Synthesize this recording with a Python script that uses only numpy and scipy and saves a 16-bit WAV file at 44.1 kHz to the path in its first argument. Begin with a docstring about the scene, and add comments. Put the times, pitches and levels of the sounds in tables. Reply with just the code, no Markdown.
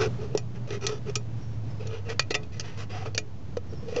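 """Cutting a thin metal can

A can is cut and turned by hand in an open tent. The sheet scrapes in stick-slip grains, tears in snaps
made of tiny cracks, and now and then buckles with a hollow pop.
Behind it: low wind, a far engine drone that sinks in pitch, a low hum and faint birds."""
import sys
import numpy as np
from scipy import signal
from scipy.fft import rfft, irfft
from scipy.io import wavfile
from scipy.ndimage import uniform_filter1d

SR = 44100
rng = np.random.default_rng(int(sys.argv[2]) if len(sys.argv) > 2 else 0)


def digitize_waveform(pressure):
    """Quantize a signal to 16-bit integers and store it at the path in sys.argv[1].

    Rows of a 2-D input are taken as channels; values are limited to [-1, 1].
    """
    field = np.atleast_2d(pressure).T
    bounded = np.clip(field, -1, 1)
    quanta = np.round(bounded * 32767).astype(np.int16)
    wavfile.write(sys.argv[1], SR, quanta)


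N = 176400

# Wall spectrum for scrapes and pop ticks: freq_hz, gain_db
SCRAPE_SPECTRUM = [(100, -22), (300, -1.5), (750, -1), (1000, -4), (1250, 3), (1900, -0.5), (2200, -4),
                   (2550, -1), (3900, -5), (4800, -2.5), (5900, -1.5), (7500, -17.5)]


def undb(db):
    """Decibels to gain."""
    return 10 ** (np.asarray(db) / 20)


def unit(x):
    """Scale to rms 1."""
    return x / np.sqrt(np.mean(x ** 2) + 1e-24)


def decay(t, t60_s):
    """Exponential fade, 60 dB down at t60_s."""
    return np.exp(-np.log(1000) * t / t60_s)


def walk(rate_hz, size):
    """Smooth random drift, spread near 1."""
    hold = max(int(SR / rate_hz), 2)
    steps = np.repeat(rng.standard_normal(size // hold + 1), hold)
    return 1.004 * uniform_filter1d(steps, hold)[:size]


def resonate(x, hz, width_hz):
    """One resonance, gain 1 at its centre."""
    return signal.lfilter(*signal.iirpeak(hz, hz / width_hz, fs=SR), x)


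def colour(x, points, size=4096):
    """Minimum-phase filter through (freq_hz, gain_db) points."""
    hz, db = np.array(points).T
    grid_hz = np.maximum(np.fft.rfftfreq(size, 1 / SR), 1)
    gain = undb(np.interp(np.log(grid_hz), np.log(hz), db))
    cepstrum = irfft(np.log(gain))
    cepstrum[1:size // 2] *= 2
    cepstrum[size // 2 + 1:] = 0
    return signal.fftconvolve(x, irfft(np.exp(rfft(cepstrum))))[:len(x)]


def registers(x, low_hz=756, high_hz=3040):
    """Split into bass, middle and treble."""
    edges = [(low_hz, "low"), ([low_hz, high_hz], "band"), (high_hz, "high")]
    return [signal.sosfilt(signal.butter(4, hz, kind, fs=SR, output="sos"), x) for hz, kind in edges]


def add(out, start_s, x):
    """Mix x in at start_s, cropped to out."""
    i = int(round(start_s * SR))
    x, i = x[max(-i, 0):], max(i, 0)
    out[i:i + len(x)] += x[:max(len(out) - i, 0)]


def grains(per_s, spread_db, size):
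    """Random impulses of uneven strength and sign."""
    hits = rng.random(size) < per_s / SR
    return hits * undb(spread_db * rng.standard_normal(size)) * rng.choice([-1, 1], size)


def burst_level(x, db, window_s=0.009):
    """Scale x to the energy of rms level db held for window_s."""
    return undb(db) * x * np.sqrt(window_s * SR / np.sum(x ** 2))


def wind(base_db=-42, gust_db=-1.5):
    """Low wind and leaf hiss, swaying in small gusts."""
    # Noise spectrum: freq_hz, density_db
    spectrum = [(12, -31), (20, -16.5), (27, -40.5), (43, -29), (71, -16), (95, -13.5), (113, -8),
                (157, -15.5), (191, -19), (314, -27), (1140, -41), (1230, -43.5), (6460, -55.5),
                (7500, -62.5), (9750, -100), (16500, -120)]
    # Background level, dipping after the loudest snaps: time_s, gain_db
    background_level = [(0, 7), (.6, 3), (1.6, 3.5), (2.3, 2.5), (3.3, 0), (4, 4)]
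    air = unit(colour(rng.standard_normal(N), spectrum))
    gain_db = np.interp(np.arange(N) / SR, *np.array(background_level).T)
    return air * undb(base_db + gain_db + gust_db * walk(rate_hz=14, size=N))


def engine(wobble=0.02143, waver_db=1.5):
    """A far engine's tone sinks in pitch and wavers on its way."""
    # Engine tone: time_s, pitch_hz, level_db
    drone = [(0, 117, -39), (.5, 115.7, -38), (0.752, 114.1, -36.5), (1.0, 115.9, -38.5), (1.3, 112.5, -36),
             (1.498, 108.2, -35), (1.68, 108.2, -32), (2.1, 103.3, -40), (2.28, 102.8, -47),
             (2.55, 102.4, -40.5), (2.9, 101, -39), (3.14, 100.3, -35), (3.28, 94.6, -49.5),
             (3.6, 92.2, -43.5), (4, 93, -47.5)]
    t = np.arange(N) / SR
    time_s, pitch_hz, level_db = np.array(drone).T
    hz = np.interp(t, time_s, pitch_hz) * (1 + wobble * walk(rate_hz=20, size=N))
    db = np.interp(t, time_s, level_db) + waver_db * walk(rate_hz=27, size=N)
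    return np.sqrt(2) * np.sin(2 * np.pi * np.cumsum(hz) / SR) * undb(db)


def hum(centre_hz=67, width_hz=43, level_db=-52):
    """A low, steady band of noise."""
    band = resonate(rng.standard_normal(N), centre_hz, width_hz)
    return undb(level_db) * unit(resonate(band, centre_hz, width_hz))


def birds(size=20000, waver=0.014, trees_t60_s=0.6, trees_db=-1.0, trees_lag_s=0.012):
    """Thin chirps arch up and drop, loudest on the way down; the trees echo them."""
    # Far chirps: start_s, length_s, top_hz, peak_db
    chirps = [(1.388, 0.057, 5720, -56.5), (1.487, 0.083, 5740, -68), (1.69, 0.03, 5360, -56),
              (3.681, 0.046, 5620, -55), (3.742, 0.049, 5436, -57)]
    out, t = np.zeros(N), np.arange(size) / SR
    for start_s, length_s, top_hz, peak_db in chirps:
        progress = t / length_s
        arch = np.interp(progress, [0, 0.63, 1], [0.958, 1, 0.9])
        hz = top_hz * arch * (1 + waver * walk(rate_hz=430, size=size))
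        envelope = np.interp(progress, [0, 0.8, 1], [0, 1, 0])
        note = undb(peak_db) * envelope * np.sin(2 * np.pi * np.cumsum(hz) / SR)
        trees = unit(rng.standard_normal(size) * decay(t, trees_t60_s)) / np.sqrt(size)
        add(out, start_s, note)
        add(out, start_s + trees_lag_s, undb(trees_db) * signal.fftconvolve(note, trees)[:size])
    return out


def can_wall(push, modes_db=-10, size=11025):
    """A push excites a sharp front, a hand-damped wash and a few modes; the tent adds a brief tail."""
    # Wall modes: freq_hz, relative_db, t60_s
    wall_modes = [(309.2, -9.5, 0.32), (428, -10.5, .35), (606.5, -11.5, 0.16), (718.4, -11, 0.13),
                  (1280, -2.5, 0.11), (1928, -3.5, .1), (2019, -5.5, 0.1), (2426, -1, 0.079),
                  (2517, -2, 0.11), (2712, -2, 0.067), (2918, -9.5, .1), (3550, -8.5, 0.075),
                  (4340, -4, 0.059), (4920, -2.5, .055), (5720, -3.5, 0.077), (7040, -4.5, 0.07)]
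    scatter_db = 4  # mode levels change with the contact point
    front_db, tent_db = -7.5, -9  # relative to the wash, as is modes_db
    wash_t60_s, tent_t60_s = 0.026, 0.063
    t, modes = np.arange(size) / SR, np.zeros(size)
    for hz, db, t60_s in wall_modes:
        gain = undb(db + scatter_db * rng.standard_normal())
        modes += gain * np.sin(2 * np.pi * (hz * t + rng.random())) * decay(t, t60_s)
    front = undb(front_db) * unit(signal.unit_impulse(size))
    wash = unit(rng.standard_normal(size) * decay(t, wash_t60_s))
    tent = undb(tent_db) * unit(rng.standard_normal(size) * decay(t, tent_t60_s))
    response = front + wash + undb(modes_db) * unit(modes) + tent
    return signal.fftconvolve(push, response)[:len(push)]


def scrapes(size=14000, contacts=3, grains_per_s=2600, flutter_db=1.5, ring_db=2, bass_offset_db=-5.5):
    """Stick-slip grains at several contacts shake the wall and the hollow; strokes swell and fade."""
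    # Strokes: start_s, crest_s, end_s, hollow_db, middle_db, treble_db, hollow_hz, ring_hz
    strokes = [(-.03, 0.013, 0.083, -23, -32.5, -37, 417.3, 1480),
               (0.179, 0.235, 0.28, -35.5, -52, -57, 418, 2480),
               (0.293, 0.34, 0.35, -41.5, -58.5, -68, 422, 2580),
               (0.543, 0.554, 0.6, -46.5, -54, -62, 403, 1880),
               (0.667, 0.74, 0.79, -34, -44, -47.5, 408, 1970),
               (0.805, 0.846, 0.88, -33, -41.5, -43.5, 400, 5720),
               (0.864, 0.878, 1, -34, -43, -45.5, 420, 1320),
               (1.053, 1.09, 1.12, -32, -48.5, -54.5, 407.7, 1340),
               (1.794, 1.809, 1.94, -40, -53, -58, 434, 2630),
               (1.879, 1.947, 2.017, -37.5, -47.5, -54.5, 442, 2870),
               (2.044, 2.085, 2.18, -41, -50.5, -56.5, 470, 2640),
               (2.081, 2.101, 2.14, -37, -38, -42.5, 452.6, 1900),
               (2.517, 2.529, 2.71, -52.5, -55.5, -56, 449, 1981),
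               (2.621, 2.654, 2.8, -48.5, -48.5, -54.5, 442, 1850),
               (2.772, 2.777, 2.868, -51, -44.5, -48, 441.6, 1856),
               (2.894, 2.904, 3.04, -47.5, -47.5, -51.5, 430.8, 4910),
               (2.912, 2.957, 3.1, -41.5, -46, -54.5, 744, 1129),
               (2.995, 3.005, 3.14, -45, -57.5, -60, 442, 1280),
               (3.045, 3.06, 3.096, -38.5, -43.5, -53, 465, 1280),
               (3.714, 3.724, 3.755, -41, -69, -63, 440, 1280),
               (3.822, 3.826, 4.9, -46, -67, -68, 456, 601),
               (3.874, 3.886, 4.44, -39, -58, -56.5, 497, 4830),
               (3.89, 3.987, 4.15, -30, -46, -50.5, 485, 583)]
    out, t = np.zeros(N), np.arange(size) / SR
    for start_s, crest_s, end_s, hollow_db, middle_db, treble_db, hollow_hz, ring_hz in strokes:
        grip = undb(flutter_db * walk(rate_hz=78, size=size))
        pushes = [grip * grains(grains_per_s / contacts, spread_db=3.5, size=size)
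                  for _ in range(contacts)]
        wall = colour(sum(can_wall(push, size=5000) for push in pushes), SCRAPE_SPECTRUM)
        bass, middle, treble = registers(wall + undb(ring_db) * resonate(wall, ring_hz, width_hz=79))
        hollow = resonate(sum(pushes), hollow_hz, width_hz=36)
        hollow = resonate(hollow, hollow_hz, width_hz=0.3 * hollow_hz)  # steeper skirts
        force = np.interp(start_s + t, [start_s, crest_s, end_s], [0, 1, 0]) ** 0.84
        parts = [(hollow, hollow_db), (bass, middle_db + bass_offset_db),
                 (middle, middle_db), (treble, treble_db)]
        stroke = sum(undb(db) * unit(force * band) for band, db in parts)
        add(out, start_s, stroke * np.sqrt(np.mean(force ** 2)))
    return out


def pops(size=9000, rise_s=0.00087, knock_db=-14):
    """The wall buckles: the hollow can rings briefly, with a dull knock and a faint tick."""
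    # Buckles: start_s, pitch_hz, level_db, tick_db, t60_s
    buckles = [(0.0703, 421, -20.5, -55, 0.062), (0.3497, 427, -10, -42.5, 0.05),
               (.706, 402, -24.5, -53, 0.065), (.893, 424, -29, -39, 0.22), (1.163, 418, -31, -56, 0.14),
               (2.307, 430, -20.5, -49.5, 0.055), (3.5699, 479.7, -15.5, -41, 0.046),
               (3.734, 378, -25.5, -56, 0.022), (3.9625, 505, -16, -40, 0.037)]
    out, t = np.zeros(N), np.arange(size) / SR
    for start_s, pitch_hz, level_db, tick_db, t60_s in buckles:
        envelope = (1 - np.exp(-t / rise_s)) * decay(t, t60_s)
        knock = resonate(rng.standard_normal(size), pitch_hz, width_hz=pitch_hz / 2)
        knock = unit(resonate(knock, pitch_hz, width_hz=pitch_hz))
        hollow = envelope * (np.sin(2 * np.pi * pitch_hz * t) + undb(knock_db) * knock)
        tick = colour(can_wall(signal.unit_impulse(size)), SCRAPE_SPECTRUM)
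        add(out, start_s, undb(level_db) * hollow + burst_level(tick, tick_db))
    return out


def snaps(size=13000, cracks_per_s=1300, crack_db=-14.5, low_ring_db=5.5, high_ring_db=0.5):
    """The sheet tears: one main crack early in a burst of small ones rings the nearby wall."""
    # Tears: start_s, tear_s, bass_db, middle_db, treble_db, low_ring_hz, high_ring_hz, modes_db
    tears = [(0.3741, .006, -35, -40, -31, 1255, 5300, -9.5),
             (.674, 0.0054, -42, -57, -57, 1950, 5850, -10),
             (0.705, 0.0027, -41.5, -40.5, -48, 1970, 3300, -8),
             (0.8653, 0.0073, -40, -33, -25.5, 1320, 5800, -11),
             (1.096, 0.0056, -39.5, -46, -49, 1260, 5500, -18),
             (1.1538, 0.0071, -52, -32.5, -25.5, 1274, 3550, -9.5),
             (1.8701, 0.00693, -50, -51.5, -46, 2400, 5700, -13),
             (2.194, 0.0013, -33.5, -21.5, -22.5, 2470, 4640, -15),
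             (2.2215, 0.006, -62, -47, -48.5, 2520, 5200, -10),
             (2.3043, .014, -31.5, -30.5, -33, 1940, 4250, -8),
             (2.3417, 0.0071, -35.5, -27.5, -32.5, 2600, 4900, -8),
             (2.348, .007, -31, -25.5, -30, 2470, 5260, -7.5),
             (2.431, .008, -52.5, -51, -57.5, 2680, 4900, -9),
             (2.594, .016, -42, -39.5, -32, 2720, 5340, -10.5),
             (3.0575, .003, -37.5, -47.5, -58, 1230, 2610, -7.5),
             (3.1462, 0.0073, -36.5, -42.5, -36.5, 2880, 4650, -10),
             (3.1771, 0.0052, -32.5, -28, -24, 2390, 6600, -12),
             (3.8837, 0.0052, -43, -50.5, -58, 1310, 3308, -8),
             (3.963, 0.0034, -28, -38, -40.5, 2700, 4900, -10)]
    # Wall spectrum for cracks: freq_hz, gain_db
    spectrum = [(100, -17.5), (300, -6.5), (500, 3), (950, -10.5), (1900, -1.5), (2170, -7.5), (2420, -2),
                (3300, -0.5), (3900, 0.5), (4400, 7.5), (5150, 2), (5700, 6), (6800, 3.5), (7600, -11.5)]
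    out, t = np.zeros(N), np.arange(size) / SR
    for start_s, tear_s, *bands_db, low_ring_hz, high_ring_hz, modes_db in tears:
        cracks = undb(crack_db) * grains(cracks_per_s, spread_db=1.5, size=size) * (t < tear_s)
        cracks[int(0.16 * tear_s * SR)] = 1  # main crack
        wall = colour(can_wall(cracks, modes_db), spectrum)
        high_ring = undb(high_ring_db) * resonate(wall, high_ring_hz, width_hz=360)
        low_ring = undb(low_ring_db) * resonate(wall, low_ring_hz, width_hz=120)
        bands = registers(wall + high_ring + low_ring)
        add(out, start_s, sum(burst_level(band, db) for band, db in zip(bands, bands_db)))
    return out


def scene():
    """The can close by, the outdoors behind it; mono."""
    can = snaps() + pops() + scrapes()
    outdoors = birds() + wind() + engine() + hum()
    return (can + outdoors)[None]


def record(dry):
    """Steep low-pass and a small DC offset."""
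    cutoff_hz, dc_offset = 7700, 0.018
    return signal.sosfilt(signal.cheby1(12, 0.3, cutoff_hz, fs=SR, output="sos"), dry) + dc_offset


dry = scene()
out = record(dry)
digitize_waveform(out)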